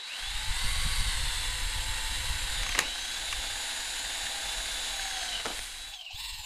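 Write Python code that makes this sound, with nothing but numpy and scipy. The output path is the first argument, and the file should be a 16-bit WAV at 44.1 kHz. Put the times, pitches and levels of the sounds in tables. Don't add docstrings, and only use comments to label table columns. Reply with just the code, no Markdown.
import sys
import numpy as np
from scipy import signal
from scipy.fft import rfft, irfft, next_fast_len
from scipy.io import wavfile
from scipy.ndimage import uniform_filter1d, map_coordinates

SR = 44100
rng = np.random.default_rng(int(sys.argv[2]) if len(sys.argv) > 2 else 0)


def waveform_to_disk(signal):
    frames = np.transpose(np.atleast_2d(signal))
    scaled = np.clip(frames, -1, 1) * 32767
    samples = np.round(scaled).astype(np.int16)
    wavfile.write(sys.argv[1], SR, samples)


N = 284445
T = np.arange(N) / SR


# time_s, speed_turns_per_s
MOTOR_SPEED = [(0.0, 154), (0.1, 222), (0.15, 259), (0.24, 299), (0.34, 322), (0.5, 345), (0.6, 373),
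               (0.69, 385), (0.86, 390.5), (0.98, 392), (1.14, 370), (1.32, 357.5), (1.8, 339.5),
               (2.1, 346.6), (2.3, 341), (2.5, 329), (2.63, 313), (2.72, 283), (2.78, 252), (2.8, 219),
               (2.84, 235), (2.89, 268), (3.0, 285), (3.1, 297), (3.19, 311), (3.3, 319.5), (3.45, 311.6),
               (3.65, 318.3), (3.85, 321), (4.25, 316.8), (4.4, 311.5), (4.85, 313.4), (5.08, 301),
               (5.25, 289), (5.34, 269), (5.42, 256), (5.65, 303), (5.77, 289.6), (5.88, 308), (5.94, 305),
               (6.04, 262), (6.11, 237), (6.2, 356), (6.28, 357), (6.45, 325)]
# time_s, rms_motor_turns
BACKLASH = [(0, .008), (.3, .008), (.55, 0), (1.7, 0), (2.2, .003), (2.55, .001), (2.75, .009),
            (2.95, .006), (3.2, .003), (5.0, .002), (5.25, .001), (5.45, .012), (5.95, .016), (6.16, .018),
            (6.21, .007), (6.3, .007), (6.37, .014), (6.45, .024)]
STAGES = [(0, -3, -3, -24, -62, -65, -7, -0.5), (.11, -9, -2.5, -22.5, -61, -65, -1.5, -1.5),
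          (.215, -13, -4, -24.5, -42, -68, -1, -2), (.29, -7, -4, -26, -36.5, -70, -2.5, -2),
          (.55, 0.5, -8, -21, -35.5, -66, -4, 0), (1.33, 0, -5.5, -18.5, -37.5, -64, -7.5, 0.5),
          (2.56, -1, -5.5, -17.5, -34, -59, -1, 0), (2.88, -2, -7.5, -17.5, -46.5, -56, -1.5, 0.5),
          (3.2, -2, -15, -16, -42.5, -56, -4.5, 0.5), (3.55, 0.5, -8, -17, -49.5, -52, -8.5, 1),
          (4.05, -0.5, -4, -16, -46, -54, -4, 1), (4.93, 0.5, 0.5, -19.5, -44.5, -48.5, -6, 1),
          (5.12, -0.5, 1.5, -17.5, -45.5, -50, -1, 0), (5.27, 0, 4, -16.5, -45, -52, 1.5, 0.5),
          (5.412, -12, -25, -19.5, -46.5, -68, -10, 3), (5.92, -11, -11.5, -29, -63.5, -75, -2, -2),
          (6.18, -3.5, -7.5, -28, -53, -74, -11, -2.5)]
STAGE_COLUMNS = ["start_s", "tones_db", "growl_db", "low_mids_db", "draught_db", "rubbing_db", "cry_db", "treble_db"]
BLEND_S = 0.039

# multiple_of_motor_speed, then level_db at each of the four TONE_SPEEDS
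MOTOR_TONES = [(2.09, -55.5, -70, -72, -80), (2.86, -57, -53, -52, -50.5), (5.154, -56, -55, -53, -48),
               (5.44, -58, -50, -49, -46), (8.02, -57, -48.5, -49.5, -48), (9.2, -54, -58, -58, -55),
               (9.9, -70, -53, -40.5, -43.5), (11.98, -58, -53, -47.5, -44.5), (14.8, -54, -57, -53, -59),
               (18.3, -70, -62, -59, -58), (19.05, -66, -56, -56, -60), (19.75, -68, -59, -55, -58),
               (22.6, -56, -57, -56, -54), (23.2, -55, -62, -62, -60), (23.96, -58, -55, -50, -46),
               (24.65, -60, -53, -52.5, -56), (28.88, -69, -63, -57, -53), (30.2, -75, -68, -58, -66),
               (31, -80, -61, -66, -72), (33.77, -55.5, -63, -70, -78), (34.5, -52, -62, -66, -78)]
TONE_SPEEDS = [315, 342, 355, 388]
# speed_turns_per_s, growl_db, cry_db, keen_db
GEARBOX = [(158, -66, -60, -48), (225, -66, -41, -49), (245, -61, -41, -59), (272, -53, -42, -62),
           (290, -49.5, -44, -45.5), (302, -50.5, -44, -46.5), (313, -51.5, -39.5, -48.5),
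           (322, -51.5, -41, -46.5), (342, -47, -46, -53), (355, -52, -45, -49), (390, -56, -46, -52)]
MESH, CRY, KEEN, CARRIER, CHUCK = 2.57, 11.3, 21.76, 0.286, 0.0573
CRUISE = 330
TONES_DB_PER_OCTAVE, TREBLE_DB_PER_OCTAVE, DRAUGHT_DB_PER_OCTAVE = -2, 8, 16.5
LABOUR_SPEED = 308
CHATTER_SPEED, SMOOTH_SPEED = 262, 296
ROUGH_SLOW, ROUGH_FAST, ROUGH_FREE = 0.97, 0.3, 0.66
UNLOADED_DB, UNLOADED_PLAY = -2, 1.3

# time_s, level_db
RATTLE_LEVEL = [(0, -44), (.2, -37.5), (.65, -34.5), (1.15, -34.5), (1.6, -36), (2.6, -35), (2.95, -37),
                (3.3, -36.5), (5.33, -36), (5.4, -37), (5.425, -40), (5.48, -38), (5.6, -39.5), (5.93, -46),
                (6.09, -54), (6.19, -39.5), (6.45, -44)]
# frequency_hz, level_db
BORING_SPECTRUM = [(120, -34), (200, -9.5), (385, -9.5), (515, -9.5), (607, -9), (874, -5), (1210, -5.5),
                   (2060, -0.5), (2510, -2), (2700, -0.5), (4030, -2), (5700, -9), (9140, -13),
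                   (11400, -18), (15500, -37)]
IN_HOLE_SPECTRUM = [(120, -20), (200, -15.5), (392, -13.5), (525, -16), (596, -14), (653, -5.5), (783, -5),
                    (1190, -7.5), (1620, -3), (3120, -1), (4030, -2.5), (5490, -6.5), (6710, -8),
                    (11000, -14.5), (15500, -35)]
FREE_SPECTRUM = [(150, -24), (230, -22), (420, -44), (700, -17), (1030, 3), (1300, -12), (1900, -11),
                 (2300, 4), (2800, 10), (3300, 3), (4100, 7), (5300, 2), (6100, -10), (7700, -3.5),
                 (10000, -13), (12000, -6), (15500, -6)]
# frequency_hz, width_hz, gain_db
BODY_MODES = [(287.5, 13, 4), (386, 90, -6), (517.4, 43, 9.5), (610, 33, -13), (710, 53, -1.5),
              (1286, 280, -3.5), (1528, 115, 4.5), (2210, 40, 3.5), (2530, 690, -3.5), (2750, 150, 3),
              (4250, 210, 2.5), (5700, 960, -4.5), (7630, 1100, 3), (9160, 560, 4), (11000, 660, 0.5)]
REPEAT_LOADED, REPEAT_FREE = 0.09, 0.5
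SCRAPE_S, SCRAPE_WIDTH_S, SCRAPE_DB = 5.63, 0.083, 2.5

# time_s, level_db
WHISTLE_LEVEL = [(0, -46.5), (2.1, -46), (2.9, -43), (3.6, -46), (5.35, -43.5), (5.68, -53), (5.85, -45.5),
                 (6.06, -66), (6.12, -57), (6.23, -43), (6.36, -58)]
WHISTLE_HZ = 3906.5

# frequency_hz, level_db
AIR_SPECTRUM = [(8, 1.5), (20, 5), (35, 6.5), (50, 1.5), (70, -8.5), (100, -13), (150, -26), (220, -54),
                (400, -46), (900, -72)]
# frequency_hz, level_db
GUST_SPECTRUM = [(30, -19), (55, 9), (75, 14), (130, 0), (180, -6.5), (260, -13.5), (500, -59)]
# time_s, boost_db
PUFFS = [(.38, 0), (.5, 2), (.65, 8.5), (0.862, 10), (1.01, 6), (1.09, 5), (1.2, 2.5), (1.55, 5.5),
         (2.11, 4), (2.3, 3), (2.45, 5), (2.64, -2), (3.38, 0), (4.25, 6), (5.595, 4), (6.147, 31),
         (6.34, 12), (6.4, 18)]
PUFF_WIDTH_S = 0.016

# frequency_hz, level_db
WALL_SPECTRUM = [(400, -36), (750, 1.5), (1150, -25), (1620, 8), (2100, -4.5), (3200, -12), (6000, -24),
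                 (15000, -60)]

# start_s, level_db, thud_relative_db, crack_relative_db, metal_t60_s
BAR_KNOCKS = [(2.632, -20, -29, -5, 0.048), (2.664, -19.5, -24, -12, 0.027), (2.691, -15.5, -16, -3, 0.032),
              (2.724, -21, -18, -8, 0.029), (2.7495, -19, -12, -14, 0.083), (2.779, -19, -4, -8, 0.034),
              (2.788, -8, -35, -2, 0.015), (2.79, -2.5, -18, 1, 0.023), (2.801, -24, -4.5, 0, 0.17),
              (3.327, -14, -32, -13, 0.028), (3.44, -19, -20.5, -9, 0.013), (5.398, -23.5, -11, -10, 0.043)]
# start_s, level_db, thud_relative_db, crack_relative_db, metal_t60_s
JIG_CLUNKS = [(5.45, -30, 3.5, -12, 0.04), (5.456, -13, -8, -10, 0.011), (5.459, -29, 10, -20, 0.02),
              (5.4628, -14, -8, -8, 0.013), (5.468, -26, 5, -20, 0.024), (5.48, -31.5, 0, -14, 0.15),
              (5.502, -38.5, 9, -14, 0.1), (5.5916, -17, -12, -14, 0.013)]
# frequency_hz, level_db
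BAR_SPECTRUM = [(300, -47), (800, -22), (1150, -1.5), (1400, -13.5), (1840, 1.5), (2300, -3), (2660, -6.5),
                (3200, -20), (4400, -16), (6000, -16.5), (15000, -44)]
BENCH_SPECTRUM = [(60, -7), (200, -8.5), (290, -1.5), (400, -5), (560, -1), (760, -3.5), (1100, -6),
                  (1800, -15), (6000, -48)]
CRACK_SPECTRUM = [(1500, -27), (4000, -10), (5300, -14), (6300, 2), (7500, -7.5), (8700, -17),
                  (10100, -9.5), (12500, -17), (16000, -37)]
JIG_SPECTRUM = [(300, -22), (700, -16), (1050, -0.5), (1400, 8), (1900, 4), (2800, -1), (3400, -3),
                (4300, -4), (5400, -4), (7000, -8), (15000, -30)]
# frequency_hz, width_hz, gain_db
BAR_MODES = [(1900, 170, -4), (2740, 110, 8), (4340, 50, 4), (6400, 54, -11)]

# time_s, level_db
CLATTERS = [(5.942, -41), (6.014, -47), (6.055, -48), (6.115, -43)]
CLATTER_WIDTH_S = 0.012
# frequency_hz, level_db
GEARCASE_SPECTRUM = [(400, -45), (790, 6), (1050, -17), (2150, -20), (2750, 8), (3500, -1), (4300, -3),
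                     (5300, -9), (6500, -10), (9000, -25), (15000, -38)]
LURCH_PEAK_S, LURCH_DB = 6.2, 2
EDGE_HZ = 15500


def amp(db):
    return 10 ** (np.asarray(db) / 20)


def unit(x):
    return x / np.sqrt(np.mean(x ** 2) + 1e-20)


def running_rms(x):
    return np.sqrt(uniform_filter1d(x ** 2, SR // 4) + 1e-12)


def read_column(rows, where, axis=1):
    rows = np.asarray(rows, float)
    return np.interp(where, rows[:, 0], rows[:, axis])


def stage(name):
    rows = np.asarray(STAGES, float)
    held = rows[np.searchsorted(rows[1:, 0], T), STAGE_COLUMNS.index(name)]
    return uniform_filter1d(held, int(BLEND_S * SR))


def shape(points, hz):
    f, db = np.transpose(points)
    return np.interp(np.log(hz + 1), np.log(f + 1), db)


def colour(x, points, modes=()):
    size = next_fast_len(len(x))
    hz = np.fft.rfftfreq(size, 1 / SR)
    db = shape(points, hz)
    for f, width, gain_db in modes:
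        db = db + gain_db / (1 + (2 * (hz - f) / width) ** 2)
    return irfft(rfft(x, size) * amp(db), size)[:len(x)]


def band(x, lo, hi):
    return signal.sosfiltfilt(signal.butter(3, [lo, hi], "band", fs=SR, output="sos"), x)


def wander(hz):
    steps = np.linspace(0, T[-1], int(T[-1] * hz * 8) + 2)
    slow = rng.standard_normal(len(steps))
    for _ in range(2):
        slow = uniform_filter1d(slow, size=4)
    return unit(np.interp(T, steps, slow))


def swell(s, width):
    return np.exp(-((T - s) / width) ** 2)


def clear():
    return np.clip((T - 5.85) / 0.2, 0, 1)


def add(mix, s, sound):
    part = mix[max(round(s * SR), 0):][:len(sound)]
    part += sound[:len(part)]


def whine(speed, turns, flutter=0.3, play=0.28, scatter=0.27, labour_db=9.5):
    out = np.zeros(N)
    for order, *levels_db in MOTOR_TONES:
        db = np.interp(speed, TONE_SPEEDS, levels_db)
        db = db - labour_db * order / 12 * np.maximum(LABOUR_SPEED - speed, 0)
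        phase = 2 * np.pi * order * turns + play * wander(32)
        if order < CRY / 2:
            db = db + UNLOADED_DB * clear()
            phase = phase + UNLOADED_PLAY * clear() * wander(120)
        steady = (1 + flutter * wander(48)) * np.cos(phase)
        smeared = scatter * wander(110) * np.sin(phase)
        out += amp(db) * (steady + smeared)
    return out * amp(stage("tones_db") + TONES_DB_PER_OCTAVE * np.log2(speed / CRUISE))


def mesh(order, turns, db, rough, smear_hz, surge=0.22, runout=0.19, lopsided=0.14):
    chatter = (wander(smear_hz) + 1j * wander(smear_hz)) / np.sqrt(2)
    angle = 2 * np.pi * CHUCK * turns
    load = unit(1 + surge * wander(28) + runout * np.cos(2 * angle) + lopsided * np.cos(angle))
    tooth = (np.sqrt(1 - rough ** 2) + rough * chatter) * load
    return np.sqrt(2) * amp(db) * (tooth * np.exp(2j * np.pi * order * turns)).real


def gears(speed, turns):
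    rough = np.interp(speed, [CHATTER_SPEED, SMOOTH_SPEED], [ROUGH_SLOW, ROUGH_FAST])
    rough = np.maximum(rough, ROUGH_FREE * np.sqrt(clear()))
    growl = mesh(MESH, turns, read_column(GEARBOX, speed, axis=1), rough, smear_hz=75)
    cry = mesh(CRY, turns, read_column(GEARBOX, speed, axis=2), rough, smear_hz=200)
    keen_phase = 2 * np.pi * KEEN * turns + 0.65 * wander(60)
    keen = unit((1 + 0.21 * wander(35)) * np.cos(keen_phase))
    keen_db = read_column(GEARBOX, speed, axis=3) + stage("tones_db")
    return growl * amp(stage("growl_db")) + cry * amp(stage("cry_db")) + keen * amp(keen_db)


def teeth(turns, share, count=320):
    pattern = rng.standard_normal(count)
    worn = map_coordinates(pattern, [CARRIER * turns % 1 * count], mode="grid-wrap")
    return np.sqrt(share) * unit(worn) + np.sqrt(1 - share) * rng.standard_normal(N)


def rattle(speed, turns, flute_depth=0.047, mesh_depth=0.28, carrier_depth=0.021, grain=0.096,
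           patchy_db=0.5, level_db=-2.5, treble_db=-8, low_db=-1):
    beat = 1 + mesh_depth * np.cos(2 * np.pi * MESH * turns)
    beat = beat + carrier_depth * np.cos(2 * np.pi * CARRIER * turns)
    beat = beat * (1 + flute_depth * np.cos(2 * np.pi * 2 * CHUCK * turns + wander(1.71)))
    through = np.clip((T - 2.65) / 0.093, 0, 1)
    free = clear()
    impacts = teeth(turns, REPEAT_LOADED + (REPEAT_FREE - REPEAT_LOADED) * free)
    impacts = impacts * beat * np.exp(grain * wander(900)) * amp(patchy_db * wander(49))

    shares = [1 - through, through * (1 - free), free]
    spectra = [BORING_SPECTRUM, IN_HOLE_SPECTRUM, FREE_SPECTRUM]
    ringing = np.zeros(N)
    for share, spectrum in zip(shares, spectra):
        ringing += share * unit(colour(impacts, spectrum, BODY_MODES))

    low, high = band(ringing, 130, 650), band(ringing, 8000, 20000)
    mid = (band(ringing, 130, 20000) - low - high) / running_rms(band(ringing, 1300, 5000))
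    low = low / running_rms(low) * amp(stage("low_mids_db") + low_db)
    bright_db = TREBLE_DB_PER_OCTAVE * np.minimum(np.log2(speed / CRUISE), 0)
    bright_db = bright_db + SCRAPE_DB * swell(SCRAPE_S, SCRAPE_WIDTH_S)
    high = high / running_rms(high) * amp(treble_db + bright_db + stage("treble_db"))
    return (low + mid + high) * amp(read_column(RATTLE_LEVEL, T) + level_db)


def whistle(level_db=0.64, waver=0.048, drift_db=0.5):
    db = read_column(WHISTLE_LEVEL, T) + level_db + drift_db * wander(4)
    return np.sqrt(2) * amp(db) * (1 + waver * wander(25)) * np.sin(2 * np.pi * WHISTLE_HZ * T)


def draught(speed, lumpy_db=2.0, gust_db=-10, gust_from_db=-30, gust_growth=0.57):
    air = colour(rng.standard_normal(N), AIR_SPECTRUM)
    gust = colour(rng.standard_normal(N), GUST_SPECTRUM)
    db = stage("draught_db") + DRAUGHT_DB_PER_OCTAVE * np.log2(speed / CRUISE) + lumpy_db * wander(12)
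    for s, boost_db in PUFFS:
        db = db + boost_db * swell(s, PUFF_WIDTH_S)
    flap = amp(gust_db + gust_growth * (db - gust_from_db)) * unit(gust)
    return (air / running_rms(air) + flap) * amp(db)


def rubbing(turns, uneven_db=1.5, level_db=2):
    angle = 2 * np.pi * CHUCK * turns
    touch = np.exp(2.6 * np.cos(2 * angle)) * (1 + 0.38 * np.cos(angle))
    touch = touch * amp(uneven_db * wander(13))
    noise = colour(rng.standard_normal(N) * touch, WALL_SPECTRUM)
    return unit(noise) * amp(stage("rubbing_db") + level_db)


def knocks(rows, ring, modes=(), rise_s=0.0003, thud_length=1.76, level_db=-8.5):
    out, t = np.zeros(N), np.arange(SR // 3) / SR
    for s, db, thud_db, crack_db, t60 in rows:
        metal, bench, crack = (unit(colour(rng.standard_normal(len(t)), spectrum, modes))
                               for spectrum in (ring, BENCH_SPECTRUM, CRACK_SPECTRUM))
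        decay = np.exp(-np.log(1000) * t / t60)
        burst = metal * decay
        burst += amp(thud_db) * bench * decay ** (1 / thud_length)
        burst += amp(crack_db) * crack * decay ** 2.3
        add(out, s, amp(db + level_db) * burst * (1 - np.exp(-t / rise_s)))
    return out


def workshop(x, t60=0.19, wet_db=-15):
    t = np.arange(SR // 2) / SR
    tail = rng.standard_normal(len(t)) * np.exp(-np.log(1000) * t / t60) * (t > 0.004)
    tail = colour(tail, [(200, 5.0), (2500, -17.0), (12000, 8.0)])
    return x + amp(wet_db) * signal.fftconvolve(x, tail / np.linalg.norm(tail))[:N]


def lurch(turns):
    angle = 2 * np.pi * CHUCK * (turns - np.interp(LURCH_PEAK_S, T, turns))
    return amp(LURCH_DB * clear() * np.cos(angle))


def clatter():
    bursts = sum(amp(db) * swell(s, CLATTER_WIDTH_S) for s, db in CLATTERS)
    return unit(colour(rng.standard_normal(N), GEARCASE_SPECTRUM)) * bursts


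def scene():
    speed = read_column(MOTOR_SPEED, T) * (1 + 0.0012 * wander(8))
    turns = np.cumsum(speed) / SR + read_column(BACKLASH, T) * wander(70)
    machine = whine(speed, turns) + gears(speed, turns) + rattle(speed, turns)
    drill = machine * lurch(turns) + clatter() + whistle()
    hits = knocks(BAR_KNOCKS, BAR_SPECTRUM, BAR_MODES) + knocks(JIG_CLUNKS, JIG_SPECTRUM)
    sound = drill + rubbing(turns) + draught(speed) + workshop(hits)
    return np.array([sound, sound])


def record(dry):
    rounded = dry / (1 + (dry / 0.42) ** 4) ** 0.25
    lowpass = signal.firwin(255, EDGE_HZ, window=("kaiser", 9), fs=SR)
    return signal.oaconvolve(rounded, lowpass[None], "same")


dry = scene()
out = record(dry)
waveform_to_disk(out)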